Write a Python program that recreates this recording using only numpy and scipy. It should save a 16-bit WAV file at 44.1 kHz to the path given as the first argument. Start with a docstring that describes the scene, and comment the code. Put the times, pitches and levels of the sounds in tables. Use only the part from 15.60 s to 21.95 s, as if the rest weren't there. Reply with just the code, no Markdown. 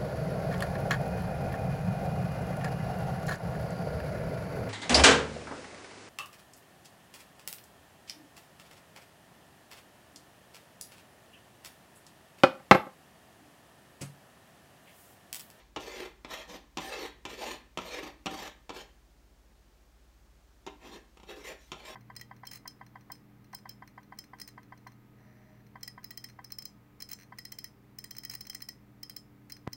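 """In a small, quiet room, a metal scoring tool scratches strips of damp clay on a covered work table.
Each stroke lands with a double knock. Then the tip drags through the gritty clay, and the snapping
sand grains shake the table and make the tool ring. After a pause, lighter strokes follow on a
second strip. Ventilation motors hum underneath, with a soft rush of air."""
import sys
import numpy as np
from scipy import signal
from scipy.fft import rfft, irfft
from scipy.io import wavfile
from scipy.ndimage import map_coordinates

SR = 44100
rng = np.random.default_rng(int(sys.argv[2]) if len(sys.argv) > 2 else 0)


def master_out(mix):
    """Clip the mix to full scale and print it as 16-bit PCM to the path in sys.argv[1]."""
    frames = np.transpose(np.atleast_2d(mix))
    ceiling = np.clip(frames, -1, 1)
    pcm = np.round(ceiling * 32767).astype(np.int16)
    wavfile.write(sys.argv[1], SR, pcm)


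N = 280035
TIME = np.arange(N) / SR

# Each push of the tip through the clay: (start [s], end [s], relative level [dB],
# swell from start to end [dB], low shudder [dB], sharp grit [dB], hollow rub [dB])
PUSHES = [(0.207, 0.25, -50.5, 0, -5, 2, 10.5), (0.268, 0.457, -46, -1, -3, -3.5, 8),
          (0.709, 0.838, -45.5, -9, -1.5, -4.5, 0), (0.897, 0.963, -47.5, -1.5, 6.5, -2.5, -1.5),
          (1.207, 1.31, -45, -2.5, -4, -0.5, 6), (1.32, 1.461, -41, 2.5, -6, -5, 9.5),
          (1.698, 1.784, -47.5, -9, 4, -2, 0.5), (1.788, 1.947, -43, -1, -0.5, -3, 4),
          (2.21, 2.31, -48.5, 6.5, 2.5, -1.5, 4.5), (2.305, 2.393, -41, 5, -9.5, -8, 13),
          (2.42, 2.478, -46, 4, 1.5, -4, 5.5), (2.712, 2.879, -45, 1, 6, -3, -6),
          (3.152, 3.214, -45.5, -4, -1, -2, 1.5), (5.222, 5.372, -53, 3, 0.5, -10.5, 5.5),
          (5.691, 5.721, -48.5, 1, 2.5, -9, 6), (5.757, 5.837, -56.5, -2, 6, -5.5, 0),
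          (5.853, 5.91, -46, 0.5, -1, -5.5, 4), (5.99, 6.10, -71.5, 4, -4, 3, -3),
          (6.168, 6.253, -57.5, 7, -5, -9, 18.5), (6.253, 6.335, -50, -2, -1, -7, 3)]
# The overall tone of the scratch on each strip: (frequency [Hz], relative level [dB])
FIRST_STRIP_TONE = [(60, -24.5), (140, -14), (200, -6.5), (350, 1), (500, 0), (700, -2.5), (1100, -3.5),
                    (2500, -7), (4000, -9), (7000, -21), (8300, -28), (12000, -35), (14000, -29),
                    (16000, -41)]
SECOND_STRIP_TONE = [(60, -35), (140, -18), (200, -8), (380, -2.5), (550, -7.5), (1100, -7.5), (2500, -10),
                     (4000, -10.5), (7000, -18.5), (8300, -25.5), (12000, -26.5), (14200, -24),
                     (16000, -33)]
# How the metal tool rings, which depends on how it is held:
# (pitch [Hz], width [Hz], boost on the first strip [dB], boost on the second strip [dB])
TOOL_RINGS = [(5630, 200, 4.5, 7), (6950, 110, 6, 4), (8830, 170, 11, 7), (10300, 99, 2, 1),
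              (11330, 220, 10, 3), (12600, 600, -3, -6), (13240, 200, 14.5, 7), (14050, 460, 2, 2)]
FIRST_RINGS = [(hz, width, db) for hz, width, db, _ in TOOL_RINGS]
SECOND_RINGS = [(hz, width, db) for hz, width, _, db in TOOL_RINGS]

def scratches(strip_change_s=4):
    """The tool scores one strip of clay, then the other."""
    friction = grip(flutter_db=1.68, lumps_db=0.3, catch_s=0.005)
    on_first = [push for push in PUSHES if push[0] < strip_change_s]
    on_second = [push for push in PUSHES if push[0] >= strip_change_s]
    first = drags(on_first, FIRST_STRIP_TONE, FIRST_RINGS, friction,
                  gain_db=-1.79, sharp_db=9.0, wander=2.5, wander_hz=202, rub_width_hz=280)
    second = drags(on_second, SECOND_STRIP_TONE, SECOND_RINGS, friction,
                   gain_db=0.1, sharp_db=6.0, wander=3.0, wander_hz=199.8, rub_width_hz=410)
    return first + second


# Pitches that the table top boosts or swallows: (pitch [Hz], width [Hz], boost [dB])
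TABLE_RINGS = [(201, 43, 2), (237.6, 17, 4.5), (268, 130, -3.5), (300, 9.6, 8), (370, 32, 3.5),
               (496.7, 21, 4), (631, 24, 3.5), (646, 10, 7), (700, 65, -6.5), (771, 18.7, 8.5),
               (806, 220, 1.5), (1038, 220, 2.5), (1165, 26, -6), (1234, 32, 1.5), (1388.5, 30, 11),
               (1449, 214, -9), (1750, 230, 3.5), (2094, 53, 6), (2210, 15, -10), (2335, 77, 5.5),
               (2628, 44, 5.5), (3010, 100, -3), (3097, 82, 5), (4054, 53, -17.5), (4050, 76, 6),
               (4810, 750, -4)]

def drags(pushes, tone, tool_rings, friction, gain_db, sharp_db, wander, wander_hz, rub_width_hz,
          wander_per_s=18, stall_s=0.015, stall_dull_db=2.5):
    """The tip ploughs through one strip, and the grit is heard through the table and the tool."""
    grains = grit(per_s=7000, spread_db=2.5) * friction
    scratch = unit_rms(through(grains, body(tone, TABLE_RINGS + tool_rings)))
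    # cut the sound into short slices, so that its tone can change over time
    hz, t, slices = signal.stft(scratch, SR, nperseg=1024, noverlap=768)
    hz = hz[:, None]
    # the push that presses hardest at each moment sets level and tone
    gains = np.array([from_db(db) * pressure(start, end, swell) for start, end, db, swell, *_ in pushes])
    hardest = gains[:, np.minimum((t * SR).astype(int), N - 1)].argmax(axis=0)
    _, end, _, _, shudder_db, grit_db, rub_db = np.array(pushes)[hardest].T
    # pressing shakes the table, which shapes the bass
    tone_db = shudder_db / (1 + (hz / 700) ** 4)
    # sharp sand brightens the treble, which dulls as the tip slows at the end of a push
    stall = np.exp(np.minimum(t - end, 0) / stall_s)
    tone_db += (grit_db + sharp_db - stall_dull_db * stall) * (1 - 1 / (1 + (hz / 3800) ** 4))
    tone_db += rub_db * peak(hz, rub_pitch(t), rub_width_hz)
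    tone_db += tool_glints(hz, t, width_hz=99)
    # as the tip travels, different pitches stand out at random
    places = np.broadcast_arrays(hz / wander_hz, t * wander_per_s)
    depth_db = wander * at_hz([(300, 1.1), (2000, 0.88), (7000, 1.7), (12000, 0.74)], hz)
    tone_db += depth_db * map_coordinates(rng.standard_normal((256, 256)), places, order=3, mode="mirror")
    _, scratch = signal.istft(slices * from_db(tone_db), SR, nperseg=1024, noverlap=768)
    return from_db(gain_db) * gains.max(axis=0) * scratch[:N]


def grit(per_s, spread_db):
    """Sand grains snap past the tip at random, a few much larger than the rest."""
    caught = rng.random(N) < per_s / SR
    sizes = from_db(spread_db * np.minimum(rng.exponential(1, N), 4))
    return unit_rms(caught * sizes * rng.choice([-1, 1], N))


def pressure(start, end, swell_db, arch_db=1, bite_s=0.011, lift_s=0.02):
    """The strength of one push: the tip sinks in, holds with a gentle arch and swell, and eases out."""
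    along = np.clip((TIME - start) / (end - start), 0, 1)
    hold = from_db(swell_db * (along - .5) + arch_db * (np.sin(np.pi * along) - .5))
    return hold * np.exp(np.minimum(TIME - start, 0) / bite_s - np.maximum(TIME - end, 0) / lift_s)


# The tip catches on the coarsest grains: (time [s], surge [dB])
CATCHES = [(0.281, 3), (0.405, 7.5), (0.74, 5), (1.433, 3.5), (1.835, 3), (1.916, 4.5), (2.826, 2.5),
           (2.867, 2.5), (5.361, 3), (5.697, 2)]

def grip(flutter_db, lumps_db, catch_s):
    """Friction flutters all the time, swells over lumps in the clay and surges briefly at each catch."""
    surges = sum(db * np.exp(-((TIME - s) / catch_s) ** 2) for s, db in CATCHES)
    return from_db(flutter_db * drift(per_s=90) + lumps_db * drift(per_s=35) + surges)


def rub_pitch(t, start_hz=632, sag_hz_per_s=820, lowest_hz=300):
    """The pitch of the hollow rub starts high at each landing and sinks steadily."""
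    landed = np.array(LANDINGS)[:, 0]
    age = t - landed[np.maximum(np.searchsorted(landed, t) - 1, 0)]
    return np.maximum(start_hz - sag_hz_per_s * age, lowest_hz)


# Moments when the tool sings briefly: (time [s], pitch [Hz], boost [dB], half length [s])
GLINTS = [(0.717, 1810, 12, .014), (1.282, 1800, 16, 0.018), (1.417, 4365, 16, 0.047),
          (1.47, 8700, 13, 0.036), (1.933, 9000, 10, 0.06), (2.295, 4300, 16, 0.043)]

def tool_glints(hz, t, width_hz):
    """The boost in dB as one ringing note of the tool swells and fades."""
    return sum(db * np.exp(-((t - s) / half_s) ** 2) * peak(hz, pitch, width_hz)
               for s, pitch, db, half_s in GLINTS)


# The tool lands on the clay: (time [s], relative level [dB], wait for the second blow [s],
# boost of the second blow [dB], treble of both blows of the knock [dB], extra thump [dB])
LANDINGS = [(0.1617, -28, 0.01, -6, -11, -9), (0.6471, -35.5, 0.0083, -18, -9.5, -2),
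            (1.1716, -30, .011, -0.5, 0, -1.5), (1.6520, -34, 0.0094, -4, 0.5, -2),
            (2.1738, -30.5, 0.013, -2.5, -0.5, 2), (2.6590, -29, 0.0072, 1.5, -1.5, -6.5),
            (3.0936, -35, 0.0091, -1.5, -4, -1), (5.0650, -38.5, 0.0084, 0.5, -2.5, -7),
            (5.5716, -52.5, 0.028, 0, -1, 4), (5.6322, -54, 0.0057, -5, 3, 13),
            (6.118, -34, 0.012, -4, -1.5, -5)]
# The overall tone of a knock: (frequency [Hz], relative level [dB])
KNOCK_TONE = [(45, -40), (90, 3.5), (145, 0), (185, 7.5), (380, 3.5), (600, -2), (950, -0.5), (1350, 0),
              (1750, -13), (2600, -3.5), (4000, -6), (7500, -14), (9000, -27), (16000, -37)]

def knocks(gain_db=1.0, thump_gain_db=17.0, crunch_s=0.0051, rattle_s=0.013, size=4096):
    """The tip hits, then settles with a duller blow; each thumps the table, crushes grit and rattles."""
    force = np.zeros(N + 2 * size)
    age = np.arange(size) / SR
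    thump = from_db(thump_gain_db) * butter(signal.unit_impulse(size), 580, "low", order=1)
    for s, db, wait_s, second_db, treble_db, thump_db in LANDINGS:
        bursts = rng.choice([-1, 1], (2, size)) * np.exp(-(age / crunch_s) ** 2)
        crunch = butter(bursts, 517, "high", order=1)
        hit, settle = crunch + (from_db(treble_db) - 1) * butter(crunch, 1530, "high", order=1)
        settle = butter(settle, 4970, "low", order=1)
        for when, blow_db, contact in ((s, db, hit), (s + wait_s, db + second_db, settle)):
            rattle = butter(rng.standard_normal(size), [250, 3040], "band") * np.exp(-age / rattle_s)
            blow = contact + from_db(-3.5) * rattle + from_db(thump_db) * thump
            start = round(when * SR)
            force[start:start + size] += from_db(blow_db + gain_db) * blow
    return through(force[:N], body(KNOCK_TONE, TABLE_RINGS + FIRST_RINGS))


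def fading_stroke(level_db=-58, fade_s=0.049):
    """An earlier stroke is just dying away at the start."""
    scratch = through(rng.standard_normal(N), body(FIRST_STRIP_TONE, TABLE_RINGS + FIRST_RINGS))
    return from_db(level_db) * unit_rms(scratch) * np.exp(-TIME / fade_s)


# How long the room echoes: (frequency [Hz], time to fade by 60 dB [s])
ECHO_TIMES = [(150, 0.6), (500, 0.29), (2000, 0.44), (6000, 0.24), (14000, 0.22)]

def room_echo(build_s=0.00081):
    """Reflections blur into an echo that builds up quickly and dies sooner in the treble."""
    age = TIME[:SR * 3 // 4]
    edges = np.geomspace(80, 18000, num=9)
    echo = np.zeros(len(age))
    for low, high in zip(edges, edges[1:]):
        fade = from_db(-60 * age / at_hz(ECHO_TIMES, np.sqrt(low * high)))
        echo += butter(rng.standard_normal(len(age)), [low, high], "band") * fade
    echo *= 1 - np.exp(-age / build_s)
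    return echo / np.linalg.norm(echo)


def room(x, echo_db=-8.0, cycles_per_s=0.697):
    """As hands and tool move about, the sound shifts between two patterns of reflections."""
    turn = 2 * np.pi * cycles_per_s * TIME
    echoes = sum(through(x * share, room_echo()) for share in (np.cos(turn), np.sin(turn)))
    return x + from_db(echo_db) * echoes


# The hum of the ventilation motors: (pitch [Hz], level [dB])
MOTORS = [(44.72, -65), (59.1, -64)]
# The tone of the moving air: (frequency [Hz], relative level [dB])
AIR_TONE = [(25, -15), (60, -7.5), (90, -14.5), (130, -17), (250, -19), (370, -20.5), (470, -25),
            (620, -24), (1400, -29.5), (3000, -34.5), (6500, -36.5), (8500, -40.5), (10500, -43.5),
            (15500, -42)]

def ventilation(air_db=-65.92, waver_db=0.6):
    """Two slow motors beat against each other over a soft rush of air."""
    hum = np.zeros(N)
    for hz, db in MOTORS:
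        strength = np.sqrt(2) * from_db(db + waver_db * drift(per_s=4.3))
        hum += strength * np.sin(2 * np.pi * (hz * TIME + rng.random()))
    air = butter(through(rng.standard_normal(N), body(AIR_TONE)), 73, "high", order=3)
    return hum + from_db(air_db) * unit_rms(air)


def body(tone, rings=(), size=8192):
    """How an object answers a single tap: its overall tone with peaks and dips on top."""
    hz = np.arange(size // 2 + 1) * SR / size
    level_db = at_hz(tone, hz) + sum(db * peak(hz, pitch, width) for pitch, width, db in rings)
    # these steps make the ringing come after the tap, never before it
    cepstrum = irfft(np.log(from_db(level_db)))
    cepstrum[size // 2:] = 0
    response = irfft(np.exp(rfft(2 * cepstrum)))
    return response / np.linalg.norm(response)


def peak(hz, centre, width):
    """A bump of height 1 around one pitch."""
    return 1 / (1 + (2 * (hz - centre) / width) ** 2)


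def drift(per_s):
    """A smooth random wobble, about 1 in size."""
    points = rng.standard_normal(N // 20)
    return unit_rms(np.interp(TIME * per_s, np.arange(len(points)), points))


def at_hz(points, hz):
    """Read between the rows of a table, giving each octave equal room."""
    points = np.array(points)
    return np.interp(np.log(hz + 1), np.log(points[:, 0]), points[:, 1])


def butter(x, hz, kind, order=2):
    """Keep the lows, the highs or a band of a sound."""
    return signal.sosfilt(signal.butter(order, hz, kind, fs=SR, output="sos"), x)


def through(x, response):
    """Pass a sound through an object or a room."""
    return signal.fftconvolve(x, response)[:N]


def from_db(db):
    return 10 ** (np.asarray(db) / 20)


def unit_rms(x):
    return x / np.sqrt(np.mean(x ** 2) + 1e-20)


def scene():
    """Scratches and knocks echo in the room, over the ventilation."""
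    work = room(scratches() + knocks()) + fading_stroke()
    return (work + ventilation())[None]


def record(dry, cutoff_hz=15750):
    """The very highest treble is cut off steeply."""
    return signal.sosfilt(signal.ellip(10, .2, 70, cutoff_hz, fs=SR, output="sos"), dry)


dry = scene()
out = record(dry)
master_out(out)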